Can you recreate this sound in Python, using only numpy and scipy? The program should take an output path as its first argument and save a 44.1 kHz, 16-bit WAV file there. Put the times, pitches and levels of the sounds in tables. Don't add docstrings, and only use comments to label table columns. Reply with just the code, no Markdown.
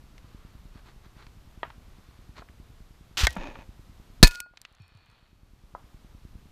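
import sys
import numpy as np
from scipy import signal
from scipy.fft import rfft, irfft
from scipy.io import wavfile
from scipy.ndimage import uniform_filter1d, minimum_filter1d

SR = 44100
rng = np.random.default_rng(int(sys.argv[2]) if len(sys.argv) > 2 else 0)


def master(y):
    cut = np.clip(np.atleast_2d(y).T, -1, 1)
    pcm = np.round(cut * 32767)
    wavfile.write(sys.argv[1], SR, pcm.astype(np.int16))


N = 287443
T = np.arange(N) / SR
AFTER = T[:SR]
STRIKE_S = 4.2288

# start_s, level_db (relative to the first contact)
LANDINGS = [(4.801, 0), (4.949, -4.5), (5.085, -13)]


def amp(db):
    return 10 ** (np.asarray(db) / 20)


def fade(t60):
    return amp(-60 * AFTER / max(t60, 1e-3))


def add(out, s, sound):
    start = int(s * SR)
    out[start:start + len(sound)] += sound[:N - start]


def colour(x, points):
    hz, db = np.transpose(points)
    f = np.maximum(np.fft.rfftfreq(len(x), 1 / SR), 1)
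    gain = amp(np.interp(np.log(f), np.log(hz), db))
    y = irfft(rfft(x) * gain, len(x))
    return y / y.std()


def band_noise(hz, octaves):
    f = np.geomspace(20, SR / 2, num=64)
    distance = np.log2(f / hz) / octaves
    bell_db = -14 * np.hypot(distance, 1)
    return colour(rng.standard_normal(SR), np.c_[f, bell_db])


def lowpass(x, hz, order=2):
    return signal.sosfilt(signal.butter(order, min(hz, .45 * SR), fs=SR, output="sos"), x)


def ring(hz, db, t60):
    return sum(amp(d) * fade(t) * np.sin(2 * np.pi * f * AFTER) for f, d, t in zip(hz, db, t60))


def walk(rate):
    k = int(SR / rate)
    steps_held = np.repeat(rng.standard_normal(N // k + 1), k)
    y = uniform_filter1d(steps_held, k)[:N]
    return y / y.std()


def grains(strokes, spectrum, per_s, spread_db, hiss):
    power = 0
    for s, rise, hold, fall, db in strokes:
        corners = s + np.cumsum([0, rise, hold, fall])
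        power = power + amp(2 * db) * np.interp(T, corners, [0, 1, 1, 0]) ** 3
    sizes = amp(spread_db * np.minimum(rng.exponential(size=N), 5))
    clicks = (rng.random(N) < per_s / SR) * sizes * rng.choice([-1, 1], N)
    texture = clicks / clicks.std() + hiss * rng.standard_normal(N)
    return np.sqrt(power) * colour(texture, spectrum)


def swing(db, first_hz, last_hz, rise_s, t60, sag_s=.008):
    hz = last_hz + (first_hz - last_hz) * np.exp(-AFTER / sag_s)
    build_up = 1 - np.exp(-AFTER / rise_s)
    return amp(db) * build_up * fade(t60) * np.sin(2 * np.pi * np.cumsum(hz) / SR)


def click(hz, octaves, edge_ratio=3.2, tap_db=6, tap_cycles=5.0):
    t60 = .018 * (2500 / hz) ** .6
    tap = ring([hz], [tap_db], [tap_cycles / hz])
    crumble = fade(t60) * band_noise(hz, octaves)
    return lowpass(tap + crumble, edge_ratio * hz)


def air(air_db=-57, swell_db=.5, wind_db=-55.5, gust_db=3.0):
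    # pitch_hz, density_db (per Hz)
    hiss_spectrum = [(12, -29), (20, -2.5), (60, -6.5), (216, -17.5), (527, -24.5), (1190, -25),
                     (1760, -30), (3740, -32), (10200, -42.5), (11800, -39.5), (14700, -45.5),
                     (16000, -63.5)]
    wind_spectrum = [(10, -8), (30, 1), (100, -8), (250, -21.5), (1000, -57)]  # Hz, dB per Hz
    hiss = amp(air_db + swell_db * walk(1.5)) * colour(rng.standard_normal(N), hiss_spectrum)
    wind = colour(rng.standard_normal(N), wind_spectrum)
    return hiss + amp(wind_db + gust_db * walk(6)) * wind


def ticks(gain_db=1.5, length_s=.0045, edge_hz=340, bass_hz=38, damping=.75, scatter_db=2.1):
    # first_s, last_s, level_db (before gain_db and scatter)
    runs = [(.0392, 3.12, -37), (3.1786, 6.52, -37)]
    period_s = .1024
    out = np.zeros(N)
    for first, last, db in runs:
        for s in np.arange(first, last, period_s):
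            level_db = db + gain_db + scatter_db * rng.standard_normal()
            add(out, s, -amp(level_db) * np.exp(-AFTER / length_s))
    w = 2 * np.pi * bass_hz
    b, a = signal.bilinear([1, 0, 0], [1, damping * w, w * w], SR)
    return signal.lfilter(b, a, lowpass(out, edge_hz, order=4))


def knocks(body_db=-12, body_octaves=1.5, tail_t60=.28, tail_octaves=1.2, tail_hz=1150, bass_hz=380):
    # start_s, level_db, main_resonance_hz, treble_edge_hz, crack_t60_s, tail_db (re the knock)
    events = [(1.6314, -16, 940, 3300, .028, -29), (1.651, -35, 1050, 1500, .03, -22),
              (5.7498, -23, 980, 1330, .03, -25)]
    # multiple_of_main_resonance, level_db, t60_s
    modes = [(.72, -15, .04), (1.0, -1, .007), (1.02, -16, .06), (1.3, -14, .045), (2.0, -12.5, .024),
             (3.4, -15, .018)]
    out = np.zeros(N)
    ratio, mode_db, mode_t60 = np.transpose(modes)
    for s, db, hz, edge_hz, t60, tail_db in events:
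        crack = amp(body_db) * fade(t60) * band_noise(hz, body_octaves)
        body = ring(hz * ratio, mode_db, mode_t60)
        tail = amp(tail_db) * fade(tail_t60) * band_noise(tail_hz, tail_octaves)
        add(out, s, amp(db) * lowpass(crack + body + tail, edge_hz, order=5))
    return signal.sosfilt(signal.butter(2, bass_hz, "high", fs=SR, output="sos"), out)


def steps(rise=.36, fall=.42):
    # start_s, length_s, level_db
    shuffles = [(.0, .8, -66), (.71, .13, -60), (.822, .125, -57), (1.027, .06, -59), (1.135, .155, -55.5),
                (1.7, .75, -68), (2.342, .088, -48.5)]
    hold = max(1 - rise - fall, 0)
    return [(s, rise * length, hold * length, fall * length, db) for s, length, db in shuffles]


def footsteps():
    # pitch_hz, density_db (per Hz)
    grass_spectrum = [(150, -5), (400, -2), (700, -3), (1200, 2), (1700, -3), (2400, -6), (3000, -11),
                      (4400, -7), (5200, -19), (7000, -20), (9000, -33), (16000, -45)]
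    # start_s, rise_s, hold_s, fall_s, level_db
    scuffs = [(3.171, .003, .036, .06, -26.5), (3.228, .01, .012, .017, -25.5),
              (3.275, .005, .03, .08, -50)]
    # pitch_hz, density_db (per Hz)
    gravel_spectrum = [(150, -38), (250, -15), (597, -16), (1160, -7), (2280, -7.5), (3170, -3.5),
                       (3710, -7), (5730, -10), (10700, -28), (13200, -24), (15200, -29), (16000, -43)]
    grass = grains(steps(), grass_spectrum, per_s=900, spread_db=2.3, hiss=.65)
    gravel = grains(scuffs, gravel_spectrum, per_s=3500, spread_db=1.8, hiss=.5)
    return grass + gravel


def thuds():
    # start_s, level_db, last_pitch_hz, t60_s
    events = [(3.207, -24, 57, .12), (3.2335, -3, 47, .08), (3.283, -26, 62, .14), (3.364, -23, 170, .1),
              (3.385, -30, 22, .45)]
    sag_ratio = 1.45
    out = np.zeros(N)
    for s, db, hz, t60 in events:
        add(out, s, swing(db, sag_ratio * hz, hz, rise_s=.005, t60=t60))
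    return out


def drag():
    # start_s, rise_s, hold_s, fall_s, level_db (of the grains before filtering)
    strokes = [(3.28, .02, .05, .06, -52), (3.345, .025, .12, .07, -40), (3.52, .03, .05, .07, -48.5)]
    # pitch_hz, density_db (per Hz)
    spectrum = [(100, -8), (200, 1), (400, -4), (800, -2.5), (1400, -10), (2500, -11), (5000, -24),
                (6600, -26), (8000, -42), (16000, -55)]
    # pitch_hz, width_hz, level_db
    resonances = [(290, 40, 0), (545, 50, 0), (900, 80, -2), (1750, 100, -1), (2500, 130, 3),
                  (3700, 180, -5), (6600, 300, -7)]
    scrape = grains(strokes, spectrum, per_s=550, spread_db=2.6, hiss=.5)
    body = np.zeros(N)
    for hz, width, db in resonances:
        b, a = signal.iirpeak(hz, hz / width, fs=SR)
        body += amp(db) * signal.lfilter(b, a, scrape)
    return .6 * scrape + body


def clack(click_db=-8, click_t60=.018, ceiling=.42, edge_hz=5500, snap_db=-12, snap_t60=.009):
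    # pitch_hz, level_db, t60_s
    modes = [(670, -19, .025), (1050, -19, .02), (1550, -16, .04), (1850, -7, .02), (1906, -26.5, .12),
             (2120, -8, .025), (3390, -21, .02), (3860, -47, .2), (5120, -23, .015)]
    start_s = 3.2693
    out = np.zeros(N)
    bright = amp(click_db) * fade(click_t60) * band_noise(1500, 2.2)
    snap = amp(snap_db) * fade(snap_t60) * band_noise(4500, 1.6)
    sound = lowpass(ring(*np.transpose(modes)) + bright, edge_hz) + snap
    add(out, start_s, ceiling * np.tanh(sound / ceiling))
    return lowpass(out, 2 * edge_hz)


def stones():
    # start_s, level_db, centre_hz, width_octaves
    events = [(.180, -45, 2200, 1.4), (.884, -54, 1200, .9), (1.267, -46, 1700, 1.5),
              (1.7022, -41.5, 1300, 1.0), (2.4205, -40.5, 950, .7), (2.488, -49, 1400, .7),
              (3.1712, -26, 3000, 1.0), (3.3058, -37.5, 4500, .9), (3.365, -30, 750, 1.1),
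              (3.555, -37, 1000, 1.0), (4.2416, 1.5, 4600, 1.2), (4.272, -5, 3400, 1.5),
              (4.278, -7, 5000, 1.6), (4.3108, -19.5, 4000, .7), (4.3565, -22, 4700, .6),
              (4.403, -10, 4500, 1.9), (4.460, -39, 600, 1.2), (4.537, -42, 900, .8),
              (4.5725, -25.5, 2200, 1.0), (4.616, -28, 5500, 1.1), (4.651, -23, 2400, .7)]
    out = np.zeros(N)
    for s, db, hz, octaves in events:
        add(out, s, amp(db) * click(hz, octaves))
    return out


def pebbles(centre_hz=5300, size_octaves=.6, scatter_db=3, fall_db=9):
    # start_s, length_s, pebbles_per_s, first_level_db
    showers = [(3.277, .1, 80, -43), (4.25, .11, 110, -25), (4.67, .5, 22, -45)]
    out = np.zeros(N)
    for s, length, per_s, db in showers:
        progress = 0
        for strength, size, wait in rng.uniform(-1, 1, size=(24, 3)):
            progress += (1 + wait) / (per_s * length)
            if progress < 1:
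                gain = amp(db - fall_db * progress + scatter_db * strength)
                hz = centre_hz * 2 ** (size_octaves * size)
                add(out, s + progress * length, gain * click(hz, octaves=1.0))
    return out


def flying_earth():
    # start_s, rise_s, hold_s, fall_s, level_db
    sprays = [(4.24, .004, .012, .045, -16.5), (4.275, .005, .04, .13, -36.5)]
    # pitch_hz, density_db (per Hz)
    grit_spectrum = [(100, -9), (300, 1), (900, 0), (2800, 2), (6500, -1.5), (10000, -8), (16000, -13)]
    # start_s, rise_s, hold_s, fall_s, level_db
    sifts = [(4.42, .2, .52, .3, -53)]
    # pitch_hz, density_db (per Hz)
    dust_spectrum = [(300, -4), (1200, 3.5), (2500, -2), (4300, -1.5), (5500, -20), (9000, -26),
                     (16000, -34)]
    spray = grains(sprays, grit_spectrum, per_s=900, spread_db=3, hiss=.45)
    dust = grains(sifts, dust_spectrum, per_s=700, spread_db=2.5, hiss=.9)
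    return spray + dust


def landing_soil():
    out = np.zeros(N)
    for s, db in LANDINGS:
        add(out, s, amp(db) * swing(db=-26, first_hz=170, last_hz=88, rise_s=.003, t60=.18))
    return out


def blow(blast_lag_s=.0077):
    out = np.zeros(N)
    add(out, STRIKE_S, swing(db=11.5, first_hz=165, last_hz=140, rise_s=.002, t60=.045))
    add(out, STRIKE_S + blast_lag_s, swing(db=13, first_hz=63, last_hz=20, rise_s=.003, t60=.125))
    return out


def plate(crack_db=7, crack_t60=.05):
    # pitch_hz, pressed_db (against the box), pressed_t60_s, flight_db (face-on),
    # landing_db (first contact), free_t60_s
    modes = [(970, -15, .18, -54, -78, .6), (1152, -26, .08, -59.5, -68, 1.2),
             (1433, -19, .15, -18.5, -75, 1.3), (1747, -3, .13, -52, -59, 1.0),
             (2222, -12.5, .11, -56.5, -78, .6), (2418, -18.5, .12, -45, -53, .9),
             (2500, -9, .17, -50.5, -77, .4), (2543, -12, .2, -37, -53, 1.05),
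             (4090, -.5, .07, -46, -76, .4), (4328, 5.5, .08, -45.5, -57, 1.0),
             (4362, -4, .1, -30.5, -65, .7), (4425, -4, .07, -56.5, -57, 1.1),
             (4825, -5, .09, -33, -75, .45), (5437, -14.5, .05, -57, -62, .8),
             (6425, -11.5, .08, -52.5, -80, .3), (7090, -17, .05, -58.5, -75, .8),
             (8075, -19.5, .06, -42, -83, .5), (8510, -12, .08, -53.5, -82, .7)]
    # pitch_hz, density_db (per Hz)
    crack_spectrum = [(60, -1), (140, 8), (240, 17), (400, 13), (600, 5.5), (1100, -2.5), (2800, -1.5),
                      (3400, 1.5), (4200, 5), (5200, -1), (6500, -2), (10000, -16), (16000, -25)]
    face_s, face_width_s, edge_on_db = 4.385, .093, -43
    hz, pressed_db, pressed_t60, flight_db, landing_db, free_t60 = np.transpose(modes)
    out, flight = np.zeros(N), np.zeros(N)
    crack = amp(crack_db) * fade(crack_t60) * colour(rng.standard_normal(SR), crack_spectrum)
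    add(out, STRIKE_S, crack)
    add(out, STRIKE_S, ring(hz, pressed_db, pressed_t60))
    add(flight, STRIKE_S, ring(hz, flight_db, free_t60))
    for s, db in LANDINGS:
        add(out, s, ring(hz, landing_db + db, free_t60))
    facing = np.exp(-((T - face_s) / face_width_s) ** 2)
    return out + flight * (facing + amp(edge_on_db))


def scene():
    background = air() + ticks() + knocks()
    handling = footsteps() + thuds() + drag() + clack()
    debris = stones() + pebbles() + flying_earth()
    shot = landing_soil() + blow() + plate()
    return (background + handling + debris + shot)[None]


def gain_control(x, threshold_db=-3, depth_db=14.0, attack_s=.018, hold_s=.7, recover_db_per_s=16):
    over = np.clip(20 * np.log10(np.abs(x) + 1e-9) - threshold_db, 0, depth_db)
    half = int(hold_s * SR / 2)
    held = -minimum_filter1d(-over, 2 * half + 1, origin=half)
    recovery = recover_db_per_s * T
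    cut = np.maximum.accumulate(held + recovery) - recovery
    return x * amp(-lowpass(cut, 1 / (2 * np.pi * attack_s), order=1))


def record(dry):
    top_hz = 15400
    clipped = np.clip(gain_control(dry[0]), -.95, .95)
    return signal.sosfilt(signal.ellip(8, .2, 70, top_hz, fs=SR, output="sos"), clipped)[None]


dry = scene()
out = record(dry)
master(out)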